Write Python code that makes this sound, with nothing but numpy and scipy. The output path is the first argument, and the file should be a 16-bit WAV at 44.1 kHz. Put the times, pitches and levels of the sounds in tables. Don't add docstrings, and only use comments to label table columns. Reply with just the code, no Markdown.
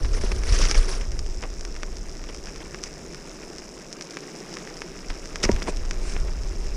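import sys
import numpy as np
from scipy import signal
from scipy.io import wavfile
from scipy.ndimage import uniform_filter1d

SR = 44100
rng = np.random.default_rng(int(sys.argv[2]) if len(sys.argv) > 2 else 0)


def digitize_waveform(pressure):
    field = np.atleast_2d(pressure).T
    bounded = np.clip(field, -1, 1)
    quanta = np.round(bounded * 32767).astype(np.int16)
    wavfile.write(sys.argv[1], SR, quanta)


N = 298116
TIME = np.arange(N) / SR

# time in seconds, share from 0 to 1.
BARE_ASPHALT = [(0, 0.31), (.95, 0.83), (1.05, 1)]
# frequency in Hz, relative level in dB per Hz.
THUD_COLOUR = [(60, -22.5), (170, -1.5), (380, 1.5), (650, -2.5), (1000, -1), (2000, -19), (6000, -75)]
CRACK_COLOUR = [(200, -20.5), (700, -10), (1200, 9), (2300, 7), (3200, -1.5), (4500, -20), (8000, -35),
                (15000, -54)]
TICK_COLOUR = [(800, -59), (2500, -20), (4200, -11.5), (5000, -0.5), (5600, 1), (6400, -4.5), (7500, -13),
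               (8800, -18.5), (10300, -25), (11800, -41), (15000, -44)]


def gain_of(db):
    return 10 ** (np.asarray(db) / 20)


def evened(x):
    return x / np.sqrt(np.mean(x ** 2) + 1e-20)


def follow(rows):
    rows = np.asarray(rows)
    return np.interp(TIME, rows[:, 0], rows[:, 1])


def add(mix, s, sound):
    part = mix[max(round(s * SR), 0):][:len(sound)]
    part += sound[:len(part)]


def response(points, size=2048):
    hz, db = np.transpose(points)
    bins = abs(np.fft.fftfreq(size, 1 / SR))
    log_gain = np.log(gain_of(np.interp(np.log(bins + 1), np.log(hz), db)))
    spectrum = np.exp(np.conj(signal.hilbert(log_gain)))
    taps = np.fft.ifft(spectrum).real[:size // 2]
    return taps / np.linalg.norm(taps)


def colour(x, points, size=2048):
    return signal.oaconvolve(x, response(points, size=size))[:N]


def drift(per_s):
    steps = rng.standard_normal(int(per_s * TIME[-1]) + 2)
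    return evened(np.interp(TIME * per_s, np.arange(len(steps)), steps))


def swell(middle_s, half_s):
    return np.exp(-((TIME - middle_s) / half_s) ** 2)


def grains(per_s, spread_db, most=4):
    when, size, side = rng.random((int(per_s * N / SR), 3)).T
    loudness = np.minimum(-np.log(1 - size), most)
    impacts = np.sign(side - .5) * gain_of(spread_db * loudness)
    return evened(np.bincount((when * N).astype(int), impacts, N))


def pitched_grains(per_s, spread_db, most, count=13, patchy_db=1):
    edges = np.geomspace(200, 16000, count + 1)
    out = np.zeros(N)
    for low, high in zip(edges, edges[1:]):
        rate = per_s * (low / 2000) ** .6
        band_filter = signal.butter(2, [low, high], "band", fs=SR, output="sos")
        band = signal.sosfilt(band_filter, grains(rate, spread_db, most))
        out += band * gain_of(patchy_db * drift(110))
    return evened(out)


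def knobs(spread_db, late_s):
    # time in seconds, knobs per second.
    knob_rates = [(0, 119), (1.4, 108), (2.3, 108), (3.2, 94), (3.8, 103), (4.5, 121), (5.1, 127),
                  (6.1, 122), (6.76, 143)]
    passing = np.flatnonzero(np.diff(np.floor(np.cumsum(follow(knob_rates)) / SR)))
    late, size = rng.standard_normal((len(passing), 2)).T
    moments = passing + np.round(late * late_s * SR).astype(int)
    out = np.zeros(N)
    out[np.clip(moments, 0, N - 1)] = gain_of(spread_db * np.minimum(size, 2))
    return evened(out)


def tyres():
    # frequency in Hz, relative level in dB per Hz.
    roar_colour = [(60, -25), (110, -23.5), (146, 0.5), (270, -4.5), (380, 0.5), (500, -6.5), (650, -9.5),
                   (850, -17), (1500, -25), (4000, -44)]
    grit_colour = [(300, -17), (700, 3), (1000, 3.5), (1500, 3), (2200, 2.5), (2700, 0.5), (3200, -6),
                   (4200, -6), (7000, -16.5), (15000, -39)]
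    spray_colour = [(1500, -44), (3500, -20), (4300, -24), (4950, -0.5), (5550, 0), (6100, -5), (6600, -4),
                    (7500, -10), (9000, -15), (10000, -18), (11500, -29.5), (14500, -35), (16000, -68)]
    drop_colour = [(1500, -46), (3500, -7.5), (4500, -6.5), (5200, 5.5), (5700, 6.5), (6700, -4.5),
                   (7800, -6.5), (9500, -32), (12000, -48)]
    # time in seconds, dB over clean asphalt.
    grit_cover = [(0, 4), (.62, 6.5), (.8, 4), (.93, 5), (1.1, 0), (2.0, -1), (2.8, 1), (3.0, 0),
                  (3.5, 1.5), (3.85, -0.5), (4.5, 4), (4.95, 1), (5.35, 2.5), (5.54, 8.5), (5.85, 1.5),
                  (6.1, 5), (6.4, 1.5), (6.76, 2)]
    roar_db, grit_db, water_db = -43.5, -51, -48
    roar_per_grit, spray_per_grit = 0.73, 0.39

    roar = evened(colour(grains(2500, spread_db=0), roar_colour, size=8192))
    stones = pitched_grains(500, spread_db=3, most=3.6) + .4 * grains(200, spread_db=3, most=3)
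    grit = evened(colour(stones * gain_of(1.06 * drift(90)), grit_colour))
    fizz = pitched_grains(260, spread_db=3.4, most=3.6) + .35 * rng.standard_normal(N)
    spray = evened(colour(fizz, spray_colour))
    flicks = evened(colour(knobs(spread_db=4.5, late_s=.0004), drop_colour))
    water = evened(spray + .9 * flicks)

    gritty = follow(grit_cover)
    roar *= gain_of(roar_db + roar_per_grit * gritty)
    grit *= gain_of(grit_db + gritty)
    water *= gain_of(water_db + spray_per_grit * gritty)
    return roar + follow(BARE_ASPHALT) * (grit + water)


def snow():
    # time in seconds, level in dB before trim and cover.
    snow_levels = [(0.0, -39.5), (0.2, -39), (0.42, -36.5), (0.52, -29), (0.64, -27.5), (0.77, -30),
                   (0.965, -28.5), (1.1, -48)]
    # frequency in Hz, relative level in dB per Hz.
    powder_colour = [(100, -16), (230, -6), (400, 13), (750, -0.5), (1500, 4), (2300, 0), (3300, -3.5),
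                     (4400, -2), (5600, 5.5), (7000, -6), (8500, -8), (10000, -6.5), (11800, -34),
                     (15000, -31)]
    trim_db, snap, clump_db = -2.5, 0.42, 2.05

    crystals = pitched_grains(420, spread_db=3.6, most=3.6, count=26, patchy_db=2.6)
    crystals *= gain_of(1.7 * drift(100))
    breaking = crystals + snap * grains(300, spread_db=1, most=2.4)
    crush = evened(colour(breaking * gain_of(clump_db * drift(60.23)), powder_colour))
    cover = np.sqrt(1 - np.clip(follow(BARE_ASPHALT), 0, 1) ** 2) * (TIME < snow_levels[-1][0])
    return crush * cover * gain_of(follow(snow_levels) + trim_db)


def voice_levels(db, bright_db, thud_db, loss):
    return [db + thud_db - loss * bright_db, db, db + bright_db]


def crunches():
    # start in seconds, length in seconds,
    # level of the crack in dB, brightness (tick over crack) in dB.
    breaks = [(0.045, 0.02, -39.5, -4.5), (0.131, 0.021, -42, 1.5), (0.164, 0.026, -41, -4.5),
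              (0.21, 0.014, -42, 3), (0.253, 0.034, -44, -0.5), (.317, 0.0081, -31, -4),
              (0.475, 0.045, -42, 2), (0.52, .055, -36.5, 4), (0.61, 0.06, -34, 3.5),
              (0.684, 0.044, -36.5, 2.5), (0.743, 0.019, -31.5, -1.5), (1.009, 0.013, -40.5, -2),
              (1.432, 0.025, -41.5, -12.5), (2.288, 0.013, -41, -4), (2.48, 0.019, -44.5, -3),
              (2.601, 0.033, -46, -5), (2.864, .014, -44, -1), (5.098, 0.014, -39.5, -3),
              (5.4283, 0.025, -28.5, 3.5), (5.453, 0.017, -38, -2), (5.624, .0075, -40, 6.5),
              (5.671, 0.014, -36, -11), (5.679, 0.022, -43, -20.5)]
    fade, sharp = 0.64, 0.63
    thud_db, thud_loss = -3, 0.74

    crumbs = pitched_grains(600, spread_db=3.8, most=3.5, count=18, patchy_db=3)
    breaking = (sharp * grains(2500, spread_db=5) + crumbs) * gain_of(0.55 * drift(450))
    out = np.zeros(N)
    for axis, points in enumerate((THUD_COLOUR, CRACK_COLOUR, TICK_COLOUR)):
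        voice = response(points)
        for s, length, db, bright_db in breaks:
            levels = voice_levels(db, bright_db, thud_db, thud_loss)
            count = max(round(length * SR), 64)
            envelope = signal.windows.tukey(count, .12) * np.exp(-fade * np.arange(count) / count)
            piece = breaking[max(round(s * SR), 0):][:count] * envelope
            burst = signal.fftconvolve(piece, voice)
            burst *= np.sqrt(count) / (np.linalg.norm(burst) + 1e-9)
            add(out, s, burst * gain_of(levels[axis]))
    return out


def small_chips():
    per_s = 6
    level_db, level_spread_db, bright_db, bright_spread_db = -47, 2.5, 2, 7.5
    total = int(per_s * TIME[-1])
    when, size, hardness = rng.uniform(-1, 1, (total, 3)).T
    starts = (np.arange(total) + .5 + .5 * when) / per_s
    return np.transpose([starts, level_db + level_spread_db * size,
                         bright_db + bright_spread_db * hardness])


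def chips():
    # start in seconds,
    # level of the crack in dB, brightness (tick over crack) in dB.
    large_chips = [(.3188, -36, -15), (.4359, -34, -3), (.6531, -31, 0), (.7126, -25, 3), (.7536, -29, -8),
                   (1.1919, -42, 10.5), (1.4275, -34, -16), (1.4371, -34, -11), (1.6509, -38, 2.5),
                   (1.764, -39, -2), (1.8325, -29.5, -6.5), (2.24, -39, -3), (2.347, -42.5, 4.5),
                   (2.4714, -38.5, -4), (2.56, -42, 2), (2.7455, -33.5, -7), (2.8378, -38, 10.5),
                   (3.1464, -40.5, 1), (3.5839, -46.5, 10.5), (3.928, -45.5, 12), (4.0106, -36.5, 1.5),
                   (4.1086, -50, 13), (4.1705, -31.5, -5), (4.5405, -43.5, 7.5), (4.57, -33.5, -4.5),
                   (4.6738, -37, -12), (4.8188, -31, -6.5), (5.1029, -33, -9), (5.2569, -43, 5),
                   (5.358, -30, -1.5), (5.4384, -26, 4), (5.4525, -31, 6), (5.5165, -35, 4.5),
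                   (5.5634, -34.5, -9), (5.6214, -29, -14), (5.9105, -30.5, -1), (6.1651, -31, -22)]
    chip_s = 0.0043
    rattle, rattle_s, pitch_spread = 0.45, 0.0053, 0.023
    thud_db, thud_loss = -5.5, 0.23

    t, out = np.arange(900) / SR, np.zeros(N)
    for s, db, bright_db in [*large_chips, *small_chips()]:
        levels = voice_levels(db, bright_db, thud_db, thud_loss)
        pitch = np.exp(pitch_spread * (2 * rng.random() - 1))
        voices = [response(np.multiply(points, [pitch, 1]))
                  for points in (THUD_COLOUR, CRACK_COLOUR, TICK_COLOUR)]
        scatter = rng.standard_normal(len(t)) * np.exp(-t / rattle_s)
        blow = (t == 0) + rattle * scatter / np.linalg.norm(scatter)
        add(out, s, -signal.fftconvolve(blow, gain_of(levels) @ voices) * np.sqrt(chip_s * SR))
    return out


def knocks():
    # start in seconds, level in dB.
    jolts = [(0.2358, -19), (5.4368, -15.5), (5.451, -19), (5.4909, -5.5), (5.6848, -17.5), (6.163, -34)]
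    # frequency in Hz, level in dB relative to the jolt,
    # time to fade by 60 dB in seconds.
    frame_modes = [(216, -1.5, 0.055), (390, 6, 0.028), (576, 1.5, 0.021), (807, -18, 0.027),
                   (955, -19, 0.095), (1450, -13, 0.011), (1830, 0.5, 0.0043)]
    # frequency in Hz, relative level in dB per Hz.
    loose_colour = [(150, -17), (500, -3), (1000, 5), (1600, 2), (4000, -28)]
    rise_cycles, clatter_db, clatter_s = 0.83, -27, 0.0068

    t, out = np.arange(8000) / SR, np.zeros(N)
    ring = np.zeros(len(t))
    for hz, db, t60 in frame_modes:
        rise = 1 - np.exp(-(hz * t / rise_cycles) ** 2)
        ring += gain_of(db - 60 * t / t60) * np.sin(2 * np.pi * hz * t) * rise
    for s, db in jolts:
        noise = colour(rng.standard_normal(len(t)), loose_colour)[:len(t)]
        clatter = evened(noise) * np.exp(-t / clatter_s)
        add(out, s, gain_of(db) * (gain_of(clatter_db) * clatter - ring))
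    return out


def swish():
    # middle in seconds, half length in seconds, level at the peak in dB.
    puddles = [(2.87, .03, -53), (5.69, 0.017, -36), (6.092, 0.073, -42.5)]
    # frequency in Hz, relative level in dB per Hz.
    film_colour = [(800, -22), (1700, -6), (2350, -0.5), (3200, -14), (5000, -6), (7500, -8.5),
                   (9800, -13.5), (11500, -52), (16000, -52)]
    hiss = evened(colour(rng.standard_normal(N), film_colour))
    return hiss * sum(gain_of(db) * swell(s, half) for s, half, db in puddles)


def rumble():
    # time in seconds, level in dB.
    shake_levels = [(0, -19.5), (.45, -23), (.65, -21), (.9, -25), (1.2, -24.5), (1.45, -31), (1.95, -32),
                    (2.9, -43), (3.7, -48), (4.2, -58.5), (4.9, -44), (5.38, -35.5), (5.8, -25),
                    (6.76, -26.5)]
    # middle in seconds, level at the peak in dB.
    heaves = [(.525, -11.5), (.635, -14), (0.786, -11), (5.105, -28), (5.461, -22), (5.535, -14),
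              (6.215, -17)]
    # frequency in Hz, relative level in dB per Hz.
    rumble_colour = [(8, -18.5), (18, -8.5), (26, 0), (42, -9.5), (62, -17), (100, -27), (160, -37),
                     (400, -93)]
    bump_s, steady = 0.028, 0.75

    wobble = evened(colour(rng.standard_normal(N), rumble_colour, size=32768))
    power = uniform_filter1d(uniform_filter1d(wobble ** 2, size=3000), size=3000)
    wobble = evened(wobble / (power + 1e-6) ** (steady / 2))
    heave = sum(gain_of(db) * swell(s, bump_s) for s, db in heaves)
    return wobble * np.hypot(gain_of(follow(shake_levels)), heave)


def scene():
    return (tyres() + snow() + crunches() + chips() + knocks() + swish() + rumble())[None]


def record(dry):
    edge_hz = 15250
    lowpass = signal.firwin(511, edge_hz, window=("kaiser", 9), fs=SR)
    return signal.oaconvolve(dry, lowpass[None], "same")


dry = scene()
out = record(dry)
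digitize_waveform(out)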